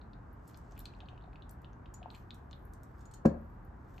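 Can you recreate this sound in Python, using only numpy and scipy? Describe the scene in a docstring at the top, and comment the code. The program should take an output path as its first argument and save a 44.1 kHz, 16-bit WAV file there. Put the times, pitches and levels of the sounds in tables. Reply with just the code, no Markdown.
"""Pouring syrup into a blender cup

Syrup runs from a plastic bottle onto soft squash in a quiet, humming kitchen. The thick stream is
almost silent: small bubbles pop, air pockets plop and the sticky bottle ticks. A bracelet clinks
and a sleeve rustles as the arm moves, then the bottle lands on the counter with a hollow thud."""
import sys
import numpy as np
from scipy import signal
from scipy.fft import rfft, irfft
from scipy.io import wavfile

SR = 44100
rng = np.random.default_rng(int(sys.argv[2]) if len(sys.argv) > 2 else 0)


def generate_wav(signal):
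    """Clip the signal to [-1, 1] and save it as 16-bit WAV at the path in sys.argv[1]."""
    frames = np.transpose(np.atleast_2d(signal))
    scaled = np.clip(frames, -1, 1) * 32767
    pcm = np.round(scaled).astype(np.int16)
    wavfile.write(sys.argv[1], SR, pcm)


N = 176400
TIME = np.arange(N) / SR
HZ = np.fft.rfftfreq(N, 1 / SR)

# The fine, high fizz in both ticks and rustles: pitch_hz, level_db
FIZZ_TONE = [(7000, -52), (10500, -7), (12700, -6.5), (14000, -10), (15500, -36)]


def amp(db):
    """Turns decibels into a number to multiply a sound by."""
    return 10 ** (np.asarray(db) / 20)


def curve(points, hz):
    """Looks up values between rows of (pitch_hz, value), spacing octaves evenly."""
    pitches, values = np.transpose(points)
    return np.interp(np.log(hz + 1), np.log(pitches + 1), values)


def pan(db):
    """Left and right gains that make the left side louder by db."""
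    return amp(np.array([[db / 2], [-db / 2]]))


def add(mix, start_s, sound):
    """Mixes a sound in at its start time."""
    part = mix[..., max(round(start_s * SR), 0):][..., :sound.shape[-1]]
    part += sound[..., :part.shape[-1]]


def fade(t, fade_s):
    """A level that falls by 60 dB in fade_s seconds."""
    return np.exp(-np.log(1000) * t / fade_s)


def puff(loudness, tone):
    """Noise that follows a loudness shape, filtered afterwards so its edges stay soft."""
    gain = amp(curve(tone, HZ))
    return irfft(rfft(loudness * rng.standard_normal(N)) * gain / np.sqrt(np.mean(gain ** 2)), N)


def room(sound, echo_db, build_s=0.0017):
    """Adds the kitchen's echoes, which build up and then die away, the highest fastest."""
    # How long the room rings: pitch_hz, fade_s
    ring_times = [(100, 0.45), (400, 0.33), (1200, 0.45), (4000, 0.22), (13000, 0.12)]
    echoes = rng.choice([-1., 1.], (2, SR // 2)) * (rng.random((2, SR // 2)) < .1)
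    echoes *= np.minimum(TIME[:SR // 2] / build_s, 1) ** 2
    hz, t, bands = signal.stft(echoes, SR, nperseg=256)
    shared = 1 / (1 + (hz[:, None] / 450) ** 4)  # low echoes are alike on both sides
    bands[1] = shared * bands[0] + np.sqrt(1 - shared ** 2) * bands[1]
    tail = signal.istft(bands * fade(t, curve(ring_times, hz)[:, None]), SR, nperseg=256)[1]
    tail /= np.linalg.norm(tail, axis=1, keepdims=True)
    tail = signal.lfilter(*signal.butter(1, 272, "high", fs=SR), tail)
    return sound + amp(echo_db) * signal.fftconvolve(sound.mean(0)[None], tail, axes=1)[:, :N]


def kitchen_hum():
    """Ventilation makes a low rush of air, and appliances hum steady notes."""
    # The rush of air: pitch_hz, level_db
    air_tone = [(24, -23.5), (42, 1), (70, -1), (110, -7), (300, -13), (520, -21.5), (900, -18),
                (1600, -25), (2200, -39), (3200, -51.5), (6000, -57), (8800, -58.5), (12000, -55.5),
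                (14500, -82)]
    # How alike the air sounds left and right: pitch_hz, likeness (1 = the same)
    air_likeness = [(50, 0.98), (200, 0.93), (500, 0.2), (1200, 0.045), (3000, 0.45), (12000, 0.13)]
    # Appliance notes: pitch_hz, level_db
    hum_notes = [(44, -62), (69, -66), (120, -61)]
    left, other = rfft(rng.standard_normal((2, N)))
    likeness = curve(air_likeness, HZ)
    right = likeness * left + np.sqrt(1 - likeness ** 2) * other
    air = irfft(np.array([left, right]) * amp(curve(air_tone, HZ)), N)
    hum = sum(amp(db) * np.sqrt(2) * np.sin(2 * np.pi * (hz * TIME + rng.random()))
              for hz, db in hum_notes)
    return pan(0.35) * (amp(-51.5) * air / air.std() + hum)


def bubbles(rows):
    """Each bubble rings for a few cycles, swelling and dying as its pitch climbs."""
    sound, t = np.zeros(N), TIME[:2048]
    sharpness, climb = 5, 0.072  # climb: share by which the pitch rises during the swell
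    for peak_s, hz, db, length_ms in rows:
        rise_s = length_ms / 1000 * np.sqrt(sharpness / (8 * np.log(2)))
        age = t / rise_s
        swell = (age * np.exp(1 - age)) ** sharpness
        note = np.sin(2 * np.pi * hz * t * (1 + climb * (age / 2 - 1)))
        add(sound, peak_s - rise_s, amp(db) * swell * note)
    return sound


def crackles():
    """Random tiny bubbles, thickest when the stream starts and when it breaks off."""
    # Crackling along the pour: time_s, crackles_per_s, level_db
    crackling = [(0.759, 0, -65), (0.785, 902, -66), (.82, 52, -59.5), (1.5, 23, -79), (2.1, 30, -81),
                 (2.15, 507, -63), (2.2, 0, -87)]
    low_hz, high_hz, length_ms, spread_db = 1930, 4270, 0.88, 4
    times, rates, levels = np.transpose(crackling)
    chance, pitch, size = rng.random(N), rng.random(N), rng.standard_normal(N)
    hits = chance < np.interp(TIME, times, rates, left=0, right=0) / SR
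    hz = low_hz * (high_hz / low_hz) ** pitch[hits]
    db = np.interp(TIME[hits], times, levels) + spread_db * size[hits]
    return bubbles(np.column_stack([TIME[hits], hz, db, np.full(len(hz), length_ms)]))


def syrup():
    """Bubbles burst with a wet snap, air pockets plop, and the sound bounces up and down the cup."""
    # Small bubbles bursting: peak_s, pitch_hz, level_db, length_ms
    pops = [(.015, 4020, -55.5, 0.99), (.1338, 4150, -54, 0.64), (0.5451, 4370, -49, 0.45),
            (0.7218, 6260, -56, 0.69), (0.8566, 4150, -38, 0.85), (0.856, 2566, -51.5, 2.12),
            (0.9377, 2620, -55, 1.4), (1.0051, 3260, -44.5, 0.55), (1.087, 3030, -46.5, 0.94),
            (1.1783, 2800, -55.5, 1.3), (1.2393, 3850, -61.5, 1.5), (1.3314, 2380, -58, 1),
            (1.358, 2570, -52.5, 1.7), (1.423, 3690, -49.5, 0.9), (1.646, 3260, -50, 0.63),
            (1.732, 6130, -63, 0.78), (1.859, 3170, -52, 0.49), (2.0301, 2730, -49.5, 1.02),
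            (2.1038, 3990, -45.5, 0.69), (2.149, 2400, -56.5, 2.1), (2.1544, 3950, -53, 0.58),
            (2.307, 3490, -38.5, 0.64), (2.5117, 5930, -49, 0.23), (2.5304, 3760, -44.5, 0.59),
            (3.981, 2550, -49.5, 0.77)]
    # Air pockets folded in by the stream: peak_s, pitch_hz, level_db, length_ms
    plops = [(.7237, 670, -55, 3.6), (1.034, 770, -52, 4.5), (1.1315, 660, -51.5, 2.7),
             (1.2426, 750, -52.5, 3.5), (1.2783, 686, -50.5, 3.6), (1.7659, 905, -53, 4),
             (2.0203, 693, -48, 4.18), (2.0597, 833, -36.5, 2.3), (2.0743, 700, -57, 5.3)]
    # The snap of a bubble's skin tearing: pitch_hz, level_db
    skin_tone = [(1800, -23), (2500, -3.5), (4300, -5.5), (5300, -20), (8000, -27), (12000, -52)]
    # Notes of the cup that each pop rings: pitch_hz, width_hz, level_db
    cup_notes = [(2540, 400, -12.5), (4180, 370, -9)]
    tearing = np.zeros(N)
    for peak_s, _, db, _ in pops:
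        add(tearing, peak_s, amp(db - 11) * fade(TIME[:SR // 20], fade_s=0.017))
    popping = bubbles(pops) + puff(tearing, skin_tone) + crackles()
    cup_ring = sum(amp(db) * signal.lfilter(*signal.iirpeak(hz, hz / width_hz, fs=SR), popping)
                   for hz, width_hz, db in cup_notes)
    direct = pan(3) * (popping + cup_ring) + pan(8.5) * bubbles(plops)
    sound = direct.copy()
    bounce_s, bounce_db = 0.0055, -12.5
    for bounce in (1, 2):
        add(sound, bounce * bounce_s, amp(bounce * bounce_db) * direct)
    return room(sound, echo_db=-7.5)


def bright_ticks():
    """Short, bright ticks: sticky clicks from the bottle and the snap of bracelet touches."""
    # Ticks, each a snap with fine fizz on top: start_s, snap_db, fizz_db
    ticks = [(0.33, -92, -60.5), (0.477, -57, -53), (0.573, -50, -54.5), (0.7778, -55, -53),
             (0.792, -50, -37.5), (0.8036, -49.5, -54), (0.855, -47, -64), (1.4937, -45, -69),
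             (1.511, -70, -46.5), (1.618, -62, -63), (1.941, -45.5, -54.5), (2.1135, -60, -64),
             (2.1482, -54, -66), (2.3445, -49.5, -56), (2.652, -87, -54.5), (2.7353, -50, -55),
             (2.8335, -53, -54), (2.993, -61, -72), (3.112, -60, -66), (3.142, -55.5, -54),
             (3.65, -78, -59)]
    # The tone of the snap: pitch_hz, level_db
    snap_tone = [(1200, -13), (2500, -19), (5000, -5), (7800, 1.5), (10000, 2), (15500, -27)]
    loudness = np.zeros((2, N))
    for start_s, snap_db, fizz_db in ticks:
        add(loudness, start_s, amp([[snap_db], [fizz_db]]) * fade(TIME[:2048], fade_s=0.016))
    snap, fizz = loudness
    sound = (puff(snap, snap_tone) + puff(fizz, FIZZ_TONE)) / 2
    return room(pan(0.5) * sound, echo_db=-2)


def bracelet():
    """At each touch, beads rub together and a small metal charm rings briefly."""
    # Touches: start_s, level_db, main_pitch_hz, rest_db (turns the beads and other notes up or down)
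    clinks = [(0.476, -61, 8200, -22), (.479, -48, 11000, -23), (1.941, -50, 7040, -21),
              (3.008, -72.5, 6900, 5), (3.055, -60, 6800, -8.5), (3.113, -77.5, 6900, 13),
              (3.138, -56, 6900, 0.5), (3.256, -59.5, 7040, 7)]
    # Notes of the charm: pitch_hz, level_db, fade_s
    charm_notes = [(4330, -7.5, 0.057), (5340, -12, .07), (6230, -7.5, .06), (6842, -1, 0.066),
                   (7200, -4.5, 0.046), (8080, -3.5, 0.051), (10900, -11, .1), (12900, -19, 0.068)]
    # Beads rubbing: pitch_hz, level_db
    bead_tone = [(1500, -11), (2900, -1.5), (8200, 1), (15500, -25)]
    ring, rub, t = np.zeros(N), np.zeros(N), TIME[:SR // 4]
    main_width_hz = 770
    for start_s, db, main_hz, rest_db in clinks:
        add(rub, start_s, amp(db + rest_db - 2.5) * fade(t, fade_s=0.036))
        for hz, note_db, fade_s in charm_notes:
            away = 1 - np.exp(-((hz - main_hz) / main_width_hz) ** 2)  # 0 at the main pitch, 1 far off
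            note = fade(t, fade_s) * np.sin(2 * np.pi * hz * t)
            add(ring, start_s, amp(db + note_db + rest_db * away) * note)
    return room(pan(1) * (ring + puff(rub, bead_tone)), echo_db=-1.5)


def hiss_and_rustles():
    """Soft grainy swells of hiss as hand and sleeve brush; the slow one at 0.74 s is the hand turning the
    bottle."""
    # Swells: peak_s, fall_s (time to drop about 9 dB), hiss_db, fizz_db
    swells = [(.5, 0.032, -74, -76), (.74, 0.21, -74.5, -108), (2.163, 0.029, -70, -70.5),
              (2.35, 0.058, -82, -85), (2.66, 0.16, -93.5, -83), (3.0, .11, -80, -86.5),
              (3.399, 0.058, -95.5, -84.5), (3.51, 0.054, -91.5, -85.5), (3.96, 0.089, -74, -78.5)]
    # The tone of the hiss: pitch_hz, level_db
    hiss_tone = [(1500, 2), (3000, 0.5), (7500, 0.5), (15000, -14)]
    grains_per_s, grain_db, rise_share = 420, 6, 0.99
    grains = amp(grain_db * np.interp(TIME * grains_per_s, np.arange(N), rng.standard_normal(N)))
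    loudness = np.zeros((2, N))
    for peak_s, fall_s, hiss_db, fizz_db in swells:
        from_peak_s = np.maximum((peak_s - TIME) / rise_share, TIME - peak_s)
        loudness += amp([[hiss_db], [fizz_db]]) * np.exp(-from_peak_s / fall_s)
    hiss, fizz = loudness * grains
    sound = (puff(hiss, hiss_tone) + puff(fizz, FIZZ_TONE)) / 2
    return room(np.array([sound, sound]), echo_db=-2)


def bottle_thud():
    """The bottle's base hits in a few quick pushes that ring it and the counter; hard ones also knock."""
    # It lands edge first, then with its whole weight: time_s, force_db, contact_ms
    landing = [(3.2514, -22, 0.72), (3.2542, -6.5, 1.07), (3.2571, -15.5, 0.69), (3.2595, 4, 2.64),
               (3.2636, -3.5, 2.55)]
    # Notes of bottle and counter: pitch_hz, level_db, fade_s
    counter_notes = [(77.7, -32.5, 0.81), (123, -29.5, 0.19), (160.6, -17, 0.094), (220.5, -16, 0.064),
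                     (225.6, -36, 0.5), (302, -18, 0.046), (347, -30, 0.25), (410, -29, 0.069),
                     (511, -18.5, 0.071), (542, -16.5, 0.064), (690, -22.5, 0.033), (795, -24, 0.031),
                     (980, -25.5, 0.066), (1145, -18.5, 0.051), (1634, -13.5, 0.079)]
    # The noise of the contact: pitch_hz, level_db
    knock_tone = [(60, -25.5), (250, -7), (550, 8.5), (1150, -3.5), (1700, -15), (2550, -21.5), (3100, -29),
                  (4400, -29), (8000, -34), (15000, -40.5)]
    # The hollow middle pitches are louder and earlier on the left: pitch_hz, left_db, left_lead_radians
    sides = [(200, 1, 0.13), (380, 0.5, 0.25), (507, 14.5, 1.4), (720, 3, 0.6), (950, -2, 0),
             (1460, -1.5, 2), (2160, 2, 1.9), (8000, 1, -1.5)]
    force, contact, t = np.zeros(N), np.zeros(N), TIME[:SR]
    for time_s, db, contact_ms in landing:
        push = np.sin(np.pi * np.minimum(t * 1000 / contact_ms, 1)) ** 2
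        add(force, time_s - contact_ms / 2000, amp(db) * push / push.sum())
        add(contact, time_s, amp(db) / max(contact_ms, 1) * fade(t, fade_s=0.022))
    ring = sum(amp(db) * fade(t, fade_s) * np.cos(2 * np.pi * hz * t)
               for hz, db, fade_s in counter_notes)
    knock = amp(-20.5) * np.array([puff(contact, knock_tone) for _ in range(2)])
    struck = signal.fftconvolve(force, ring)[:N] + knock
    bass_cut = signal.butter(1, 70.6, "high", fs=SR)  # the deepest notes pass poorly into the air
    sound = room(signal.lfilter(*bass_cut, struck), echo_db=-12, build_s=0.013)
    hz, left_db, left_lead = np.transpose(sides)
    lean = amp(np.outer([1, -1], curve(np.c_[hz, left_db], HZ) / 2))
    timing = np.exp(1j * np.outer([1, -1], curve(np.c_[hz, left_lead], HZ) / 2))
    return irfft(rfft(sound) * timing * lean / lean.mean(0), N)


def scene():
    """Everything heard at the counter."""
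    return kitchen_hum() + syrup() + bright_ticks() + bracelet() + bottle_thud() + hiss_and_rustles()


def record(dry):
    """The microphone has a narrow dip in the treble, and the very highest pitches are cut off."""
    dip_hz, width_hz, dip_db, top_hz = 9920, 1030, -16.5, 15450
    dip = amp(dip_db * np.exp(-((HZ - dip_hz) / width_hz) ** 2))
    low_pass = signal.firwin(511, top_hz, window=("kaiser", 9), fs=SR)
    return signal.oaconvolve(irfft(rfft(dry) * dip, N), low_pass[None], "same")


dry = scene()
out = record(dry)
generate_wav(out)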